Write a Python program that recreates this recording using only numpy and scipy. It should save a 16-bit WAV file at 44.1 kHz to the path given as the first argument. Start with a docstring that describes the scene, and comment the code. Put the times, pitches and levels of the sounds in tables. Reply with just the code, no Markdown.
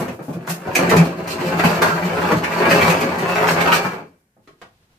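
"""A small room with a hard floor: a padded chair with a steel tube frame is dragged, a few steps from a camera.
Its feet stick and slip: bunched random slips judder the chair, scrape through its legs and crackle on grit.
The seat drones as a wavering sine, feet squeal and legs sing as uneven tones, and legs knock and clank as
filtered blows. The slide dies away into two light taps, over room air, a swishing cape and soft shuffling."""
import sys
import numpy as np
from scipy import signal
from scipy.fft import rfft, irfft, next_fast_len
from scipy.io import wavfile
from scipy.ndimage import map_coordinates

SR = 44100
rng = np.random.default_rng(int(sys.argv[2]) if len(sys.argv) > 2 else 0)


def dump_mix(stems):
    """Bounce the given channels to the path in sys.argv[1] as a 16-bit WAV at rate SR."""
    frames = np.atleast_2d(stems).T  # one column per channel
    limited = np.clip(frames, -1, 1)  # hard clip at full scale
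    pcm = np.round(limited * 32767).astype(np.int16)
    wavfile.write(sys.argv[1], SR, pcm)


N = 219882  # length [samples]
TIME = np.arange(N) / SR  # [s]


def amp(db):
    """Decibels to gain."""
    return 10 ** (np.asarray(db) / 20)


def unit(x):
    """Scaled to rms 1."""
    return x / np.sqrt(np.mean(x ** 2) + 1e-20)


def along(points, hz):
    """(frequency [Hz], value) points read on a log frequency axis."""
    f, value = np.transpose(points)
    return np.interp(np.log(hz + 1), np.log(f + 1), value)


def wobble(rate):
    """A smooth random curve, rate knots a second."""
    knots = rng.standard_normal(int(N * rate / SR) + 4)
    return map_coordinates(knots, [np.arange(N) * rate / SR])


def swell(start, length, rise, fall):
    """A gain that rises from start, holds until length has passed, then dies away; all in seconds."""
    t = TIME - start
    return np.clip(t / rise, 0, 1) * np.exp(-np.maximum(t - length, 0) / fall)


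def filtered(x, response):
    """x through a response given as a function of frequency, real or complex."""
    n = x.shape[-1]
    size = next_fast_len(n + SR // 2)
    return irfft(rfft(x, size) * response(np.fft.rfftfreq(size, 1 / SR)), size)[..., :n]


def coloured(x, level_db, size=4096):
    """x through a causal (minimum-phase) filter whose dB gain is a function of frequency."""
    cepstrum = irfft(np.log(amp(level_db(np.fft.rfftfreq(size, 1 / SR))) + 1e-6))
    # folding the cepstrum onto positive times makes the filter causal
    cepstrum[1:size // 2] *= 2
    cepstrum[size // 2 + 1:] = 0
    impulse = irfft(np.exp(rfft(cepstrum)))
    return signal.fftconvolve(x, impulse)[:len(x)]


def add(track, start, sound):
    """Mix a sound into a track at a time in seconds."""
    part = track[max(0, round(start * SR)):][:len(sound)]
    part += sound[:len(part)]


def uneven_tone(hz, rough, pitch_rate, swing_db, swing_rate):
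    """A sine at rms 1 whose pitch and level both waver at random."""
    phase = 2 * np.pi * np.cumsum(hz * (1 + rough * wobble(pitch_rate))) / SR
    return unit(np.sin(phase) * amp(swing_db * wobble(swing_rate)))


def contact(t60, chatter, rise=0.01, count=8192):
    """A sharp push followed by the dying chatter of loose joints; energy 1."""
    t = np.arange(count) / SR
    tail = rng.standard_normal(count) * amp(-60 * t / t60) * (1 - np.exp(-t / rise))
    blow = chatter * tail / np.linalg.norm(tail) + (t == 0)
    return blow / np.linalg.norm(blow)


# likeness of the two microphone ports: (frequency [Hz], left-right correlation)
PORT_LIKENESS = [(100, .98), (200, 0.98), (350, 0.87), (700, 0.57), (1400, -0.29), (3000, -0.003),
                 (12000, -0.28)]


def spread(pair):
    """Two unrelated signals become a stereo pair, alike in the bass."""
    def turn(f):
        return np.arccos(np.clip(along(PORT_LIKENESS, f), -1, 1)) / 2
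    mid, side = filtered(pair, lambda f: np.array([np.cos(turn(f)), np.sin(turn(f))]))
    return np.array([mid + side, mid - side])


def hush(spectrum):
    """Steady stereo noise of a given spectrum, at rms 1."""
    noise = rng.standard_normal((2, N))
    return unit(spread(filtered(noise, lambda f: amp(along(spectrum, f)))))


# still air in the room: (frequency [Hz], relative density [dB per Hz])
AIR_SPECTRUM = [(15, -43), (25, -5.5), (142, 1), (373, -11.5), (572, -18), (1150, -14), (1240, -24.5),
                (1460, -11), (3620, -24), (13800, -21.5), (15000, -31)]


def room_air():
    """Still room air as steady noise, mostly low."""
    return amp(-67.0) * hush(AIR_SPECTRUM)


def shuffling():
    """Soft low noise that fades in and wavers: shuffling once the chair stands."""
    shuffle = [(30, -2), (100, 6.5), (300, -8), (1000, -10.0), (4000, -14.5), (14000, -29.0)]
    fade_in = np.clip((TIME - 4.39) / 0.16, 0, 1)  # start and rise [s]
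    return fade_in * amp(-62 + 1.8 * wobble(25)) * hush(shuffle)


# swishes of a cloth cape: (time [s], length [s], level [dB])
CAPE_SWISHES = [(-.02, 0.034, -34), (.11, 0.067, -54), (0.218, .12, -48.5), (.41, .05, -57),
                (0.482, 0.027, -26), (.6, .1, -58), (4.05, .17, -72), (4.42, .04, -69)]


def cape():
    """A cloth cape rubs on itself: bright noise in short swells."""
    cloth = [(300, -21.5), (2000, -5.0), (5000, -4), (9000, -3.0), (14000, -2.0)]
    swish = sum(amp(db) * swell(start, length, rise=0.016, fall=0.035) for start, length, db in CAPE_SWISHES)
    return swish * amp(1.2 * wobble(120)) * hush(cloth)


def background():
    """Everything heard around the chair."""
    return room_air() + shuffling() + cape()


# light taps on the seat and table: (time [s], level [dB], body pitch [Hz], body boost [dB])
LIGHT_TAPS = [(4.475, -35.5, 444, 16.5), (4.616, -28, 450, 2)]
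# colour of a tap before its body boost: (frequency [Hz], relative density [dB per Hz])
TAP_SPECTRUM = [(60, -21.5), (150, 3.5), (300, -1), (700, -0.5), (1300, 1), (2500, -7), (5500, -18.5),
                (9000, -25), (14000, -34)]


def taps(width=0.13):
    """Short dry knocks, each with one hollow resonance; width is a fraction of its pitch."""
    track = np.zeros(N)
    for start, db, hz, body_db in LIGHT_TAPS:
        def colour(f):
            return along(TAP_SPECTRUM, f) + body_db / (1 + ((f / hz - 1) / width) ** 2)
        add(track, start, amp(db + 31.5) * coloured(contact(t60=0.025, chatter=1.25), colour))
    return track


# friction makes a leg sing: (time [s], length [s], pitch [Hz], level [dB])
LEG_SINGS = [(2.582, .28, 2320, -28), (2.72, .16, 2645, -30), (3.233, 0.072, 2612, -27.5),
             (3.716, 0.09, 2339, -25)]


def singing():
    """Bending tones of the legs, bowed unevenly by the floor and left to ring."""
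    track = np.zeros(N)
    for start, length, hz, db in LEG_SINGS:
        tone = uneven_tone(hz, rough=0.003, pitch_rate=90, swing_db=1.6, swing_rate=45)
        track += amp(db) * swell(start, length, rise=0.049, fall=0.061) * tone
    return track


# a foot on edge squeals: (time [s], length [s], starting pitch [Hz], level of the main mode [dB])
FOOT_SQUEALS = [(1.847, 0.069, 1430, -21.5), (2.14, .16, 1334, -25)]
SAG_HZ_PER_S = 950  # of the main mode


def squeal():
    """A foot on edge chatters fast and unevenly in three bending modes of its leg; the pitch sags as it goes."""
    track = np.zeros(N)
    for start, length, hz, db in FOOT_SQUEALS:
        pitch = hz - SAG_HZ_PER_S * np.clip(TIME - start, 0, length)
        # each mode: pitch ratio, level [dB]
        modes = sum(amp(mode_db) * uneven_tone(ratio * pitch, rough=0.032, pitch_rate=300,
                                               swing_db=3.9, swing_rate=150)
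                    for ratio, mode_db in [(1, 0), (0.68, -5), (1.16, -5)])
        track += amp(db) * swell(start, length, rise=0.026, fall=0.034) * modes
    return track


# ringing of the steel tubes: (pitch [Hz], width [Hz], gain over the broad response [dB])
TUBE_MODES = [(360, 27, -2.5), (428, 25, 0.5), (538, 42, -9), (640.5, 9.6, -1.5), (814, 24, -14.5),
              (1652, 18, -3), (1930, 11, -9), (2170, 20, -12.5), (2359, 57, -2.5), (2620, 63, -5),
              (2520, 8, -6.5), (3690, 22, -4), (4350, 45, -5), (6050, 25, -4), (6130, 26, -3.5),
              (6480, 43, 2.5), (12200, 65, 0)]


def frame(x):
    """The steel tubes ring on top of whatever shakes them, each a resonance added to the direct sound."""
    def response(f):
        return 1 + sum(amp(db) * 1j * f * width / (hz * hz - f * f + 1j * f * width)
                       for hz, width, db in TUBE_MODES)
    return filtered(x, response)


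# sharp knocks of the frame: (time [s], level [dB], body [dB], treble [dB], ring [dB])
FRAME_KNOCKS = [(0.0786, -22.5, -5, -19.5, -12), (0.3278, -26, -9.5, -17, -25),
                (0.4701, -23, -2, -8.5, -29), (0.495, -18.5, -5.5, -7.5, -13.5),
                (0.7512, -6.5, -21, -9, -3.5), (0.8939, -9, -10.5, -13.5, -8), (0.9628, -9.5, -3, -13, -9),
                (1.2754, -21, 0.5, -11, -18.5), (1.3003, -21.5, -15.5, -7, -28),
                (1.5906, -2.5, -5, -31.5, -17), (1.6432, -11.5, -9.5, -26.5, -4),
                (1.8176, 2, 2.5, -22, -27), (1.9632, -15.5, -20.5, -22.5, -30),
                (2.0222, -12, 2.5, -37, -13.5), (2.3148, -15, 6.5, -18.5, -8.5),
                (2.436, -11, -25, -22.5, 1.5), (2.5153, -14, -18, -26.5, -7.5),
                (2.6191, 2, -14, -45.5, -23), (2.7047, 0.5, -10, -29.5, -15.5),
                (2.8109, -2, -10, -27.5, -9.5), (2.8985, -8.5, -9.5, -14, -7.5),
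                (3.006, -20.5, -15, -8.5, 0.5), (3.1834, -22, 4, -11, -8), (3.5047, -14, -4, -10, -16.5),
                (3.606, -5, -9, -21.5, -13), (3.6756, -4.5, -7.5, -31.5, -22.5),
                (3.7179, 3, -14.5, -27.5, -18)]
# colour shared by the knocks: (frequency [Hz], relative density [dB per Hz])
KNOCK_SPECTRUM = [(60, -24.5), (200, -4.5), (450, 3.5), (1200, 5), (2400, 3.5), (3400, -7), (6000, -7),
                  (10000, -12.5), (14000, -11)]


def clanks():
    """The frame knocks and rattles, each time with its own weight, brightness and ring."""
    track = np.zeros(N)
    for start, db, body_db, treble_db, ring_db in FRAME_KNOCKS:
        def colour(f):
            body = body_db * along([(600, 0.58), (1400, 0.076)], f)
            treble = (treble_db + 12.5) * along([(2500, 0.12), (6000, 0.88)], f)
            ring = (ring_db + 12.5) * along([(1500, 0), (2300, 0.76), (3200, 0.15)], f)
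            return along(KNOCK_SPECTRUM, f) + body + treble + ring
        add(track, start, amp(db + 27) * coloured(contact(t60=0.048, chatter=5.0), colour))
    return frame(track)


# dull blows of the feet on the floor: (time [s], level [dB], treble [dB])
FOOT_BLOWS = [(0.002, -9.5, -15), (0.081, -15, -20), (0.192, -19.5, -9.5), (0.282, -12.5, -20.5),
              (0.360, -17.5, -35), (0.476, -18, 1.5), (0.655, -19, -6.5), (0.674, -9, -13.5),
              (0.815, -6, -18.5), (0.914, -2, -4), (0.963, -12.5, -13), (1.632, -5.5, -15.5),
              (2.312, -2, -7.5), (2.660, -9.5, 1.5), (3.215, -12.5, -21.5), (3.674, -11.5, 2.5),
              (3.849, -12.5, 2.5), (3.987, -23, -13), (4.367, -38, -20)]
# colour shared by the blows: (frequency [Hz], relative density [dB per Hz])
BLOW_SPECTRUM = [(40, -35), (100, -3), (180, 5), (400, -2.5), (700, -1.5), (1500, -7.5), (3000, -30.5),
                 (8000, -42.5)]


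def bumps():
    """Capped feet drop on the floor: dull blows that shake the frame."""
    track = np.zeros(N)
    for start, db, treble_db in FOOT_BLOWS:
        def colour(f):
            return along(BLOW_SPECTRUM, f) + (treble_db + 9.5) * along([(500, 0), (1500, 0.98)], f)
        add(track, start, amp(db + 32.5) * coloured(contact(t60=0.055, chatter=1.4), colour))
    return frame(track)


# how hard the chair is pulled: (time [s], effort [dB re a steady slide])
PULL = [(0, -5), (.17, -28.5), (.6, -19.5), (.78, -2.5), (.95, 5), (1.06, -8.5), (1.17, -13.5), (1.36, -10),
        (1.41, -0.5), (1.56, -2.5), (1.65, 9), (1.79, -4.5), (1.87, 0), (2.07, -2), (2.26, 2), (2.42, -6.5),
        (2.64, 3), (2.86, 4.5), (3.16, -4), (3.4, 3.5), (3.74, 2), (3.95, -12), (4.1, -39), (4.3, -66.5)]


def pull_effort():
    """The effort of the pull at every sample, in dB, that drag and drone follow."""
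    s, effort_db = np.transpose(PULL)
    return np.interp(TIME, s, effort_db)


# the feet lock onto the seat's resonance: (time [s], length [s], level [dB])
SEAT_LOCKS = [(.28, 0.02, -23.5), (0.341, 0.017, -24), (0.482, 0.047, -24), (0.803, 0.043, -24),
              (0.96, 0.046, -7), (1.074, 0.041, -28), (1.437, .035, -24), (1.535, 0.027, -22),
              (1.63, 0.044, -15.5), (1.717, 0.025, -24), (1.902, .05, -22.5), (2.017, 0.042, -17.5),
              (2.307, 0.021, -21), (2.351, 0.027, -17.5), (2.7, 0.044, -21.5), (2.867, 0.038, -16),
              (3.07, 0.042, -27.5), (3.306, 0.022, -25), (3.395, 0.022, -24), (3.493, 0.032, -21.5),
              (3.579, .19, -29.5)]
IDLE_DB, IDLE_GROWS = -32.5, 0.7  # hum in a steady slide [dB], growth [dB per dB of effort]


def drone(pitch_hz=170, drift=0.022, flutter_db=2, overtone_db=-19):
    """The seat hums faintly under the pull, and louder whenever the feet lock onto its resonance and pump it."""
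    locked = sum(amp(db) * swell(start, length, rise=0.033, fall=0.022) for start, length, db in SEAT_LOCKS)
    level = np.hypot(locked, amp(IDLE_DB + IDLE_GROWS * pull_effort()))
    phase = 2 * np.pi * np.cumsum(pitch_hz * (1 + drift * wobble(35))) / SR
    hum = unit(np.sin(phase) + amp(overtone_db) * np.sin(2 * phase))
    return level * amp(flutter_db * wobble(40)) * hum


def slips(rate, spread_db, clump_db, clump_rate, rub):
    """Tiny slips (rate per second), bunched by the rocking of the feet, over smooth rubbing."""
    moments = rng.random(N) < rate / SR
    sizes = amp(spread_db * np.clip(rng.standard_normal(N), -2, 2))
    jerks = moments * rng.choice([-1, 1], N) * sizes
    return (unit(jerks) + rub * rng.standard_normal(N)) * amp(clump_db * wobble(clump_rate))


# friction colours ahead of the tubes' ringing: (frequency [Hz], relative density [dB per Hz])
JUDDER_SPECTRUM = [(25, -30.5), (50, -28), (65, -25), (90, -6.5), (125, -14.5), (170, -1), (205, -6.5),
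                   (255, -5), (300, -9), (370, -6), (600, -14), (800, -37.5), (1300, -83.5)]
SCRAPE_SPECTRUM = [(240, -35), (400, -3), (475, -9.5), (520, -3), (850, 0), (922, 0), (1660, -4),
                   (2010, -9.5), (2280, -9.5), (3500, -26), (4550, -37.5), (7700, -120)]
GRIT_SPECTRUM = [(1590, -28), (2700, 0), (3540, -10), (4360, -3.5), (5530, -9.5), (6420, -12),
                 (8370, -12.5), (10200, -20.5), (12600, -11), (14300, -16.5), (15000, -34.5)]
# a foot digs in for a moment: (time [s], length [s], extra judder [dB], extra grit [dB])
FOOT_SNAGS = [(0.78, 0.26, 6.5, 0.5), (1.263, 0.058, 1, 12), (1.403, 0.049, 6.5, 3), (2.69, 0.045, 4, 6),
              (2.86, 0.035, -3.5, 3), (3.0, 0.072, 1.5, 2), (3.468, 0.028, -4.5, 3),
              (3.718, 0.038, -4.5, 12.5)]
JUDDER_DB, SCRAPE_DB, GRIT_DB = -25.5, -21, -33.5  # in a steady slide, before the room
JUDDER_GROWS, GRIT_GROWS = 0.7, 1.03  # [dB per dB of effort]
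FADE_S, FADE_DB_PER_S = 2.69, 4.5  # from here the low judder fades steadily while scrape and grit go on


def drag():
    """Slips judder the chair and scrape through its legs; grit crackles under the feet. All grow with effort."""
    effort_db = pull_effort()
    judder_db = JUDDER_DB + JUDDER_GROWS * effort_db - FADE_DB_PER_S * np.maximum(TIME - FADE_S, 0)
    grit_db = GRIT_DB + GRIT_GROWS * effort_db
    for start, length, more_judder_db, more_grit_db in FOOT_SNAGS:
        dig = swell(start, length, rise=0.014, fall=0.02)
        judder_db = judder_db + more_judder_db * dig
        grit_db = grit_db + more_grit_db * dig
    feet = slips(rate=240, spread_db=4, clump_db=1.5, clump_rate=70, rub=0.2)
    sand = unit(feet) + slips(rate=2500, spread_db=0.0, clump_db=4.5, clump_rate=37, rub=1.0)

    def band(x, spectrum):
        return unit(frame(coloured(x, lambda f: along(spectrum, f))))
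    judder = amp(judder_db) * band(feet, JUDDER_SPECTRUM)
    scrape = amp(SCRAPE_DB + effort_db) * band(feet, SCRAPE_SPECTRUM)
    grit = amp(grit_db) * band(sand, GRIT_SPECTRUM)
    return judder + scrape + grit


# how long the room rings: (frequency [Hz], time to fall 60 dB [s])
ROOM_DECAY = [(150, 0.32), (600, 0.27), (2500, 0.21), (7000, 0.22), (15000, 0.15)]


def room(x, direct_db, wet_db, count=90):
    """The walls answer anew at each of count places along the chair's path, with decaying noise."""
    hop = N // count
    hz, t, z = signal.stft(rng.standard_normal((count + 2, 2, SR // 3)), SR, nperseg=256)
    decay = amp(-60 * t / along(ROOM_DECAY, hz)[:, None])
    tails = signal.istft(z * decay, SR, nperseg=256)[1]
    padded = np.pad(x, (hop, 3 * hop))
    out = np.zeros((2, N + SR))
    for k, tail in enumerate(tails):
        here = padded[k * hop:(k + 2) * hop] * signal.windows.cosine(2 * hop)  # overlapping places
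        answer = signal.fftconvolve(here[None], tail / np.linalg.norm(tail[0]), axes=1)
        out[:, k * hop:k * hop + answer.shape[1]] += answer
    return amp(direct_db) * x + amp(wet_db) * spread(out[:, hop:hop + N])


# balance of the two microphone ports on the chair: (frequency [Hz], left minus right [dB])
PORT_BALANCE = [(200, 0.5), (1300, 0.9), (2330, 1), (4280, -4), (7880, -3), (14500, -1.5)]


def scene():
    """The chair in its room, heard by two microphone ports; the seat's drone is added without the walls."""
    dry_chair = drag() + squeal() + singing() + bumps() + clanks() + taps()
    chair = room(dry_chair, direct_db=-8.5, wet_db=-2.0) + drone()
    at_ports = filtered(chair, lambda f: amp(np.outer([0.5, -0.5], along(PORT_BALANCE, f))))
    return at_ports + background()


TOP_HZ = 14900  # the camera's band limit


def record(dry):
    """The camera rounds off the highest peaks and cuts steeply above its band limit."""
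    rounded = dry / (1 + np.abs(dry) ** 6) ** (1 / 6)
    return filtered(rounded, lambda f: 1 / (1 + (f / TOP_HZ) ** 160))


dry = scene()
out = record(dry)
dump_mix(out)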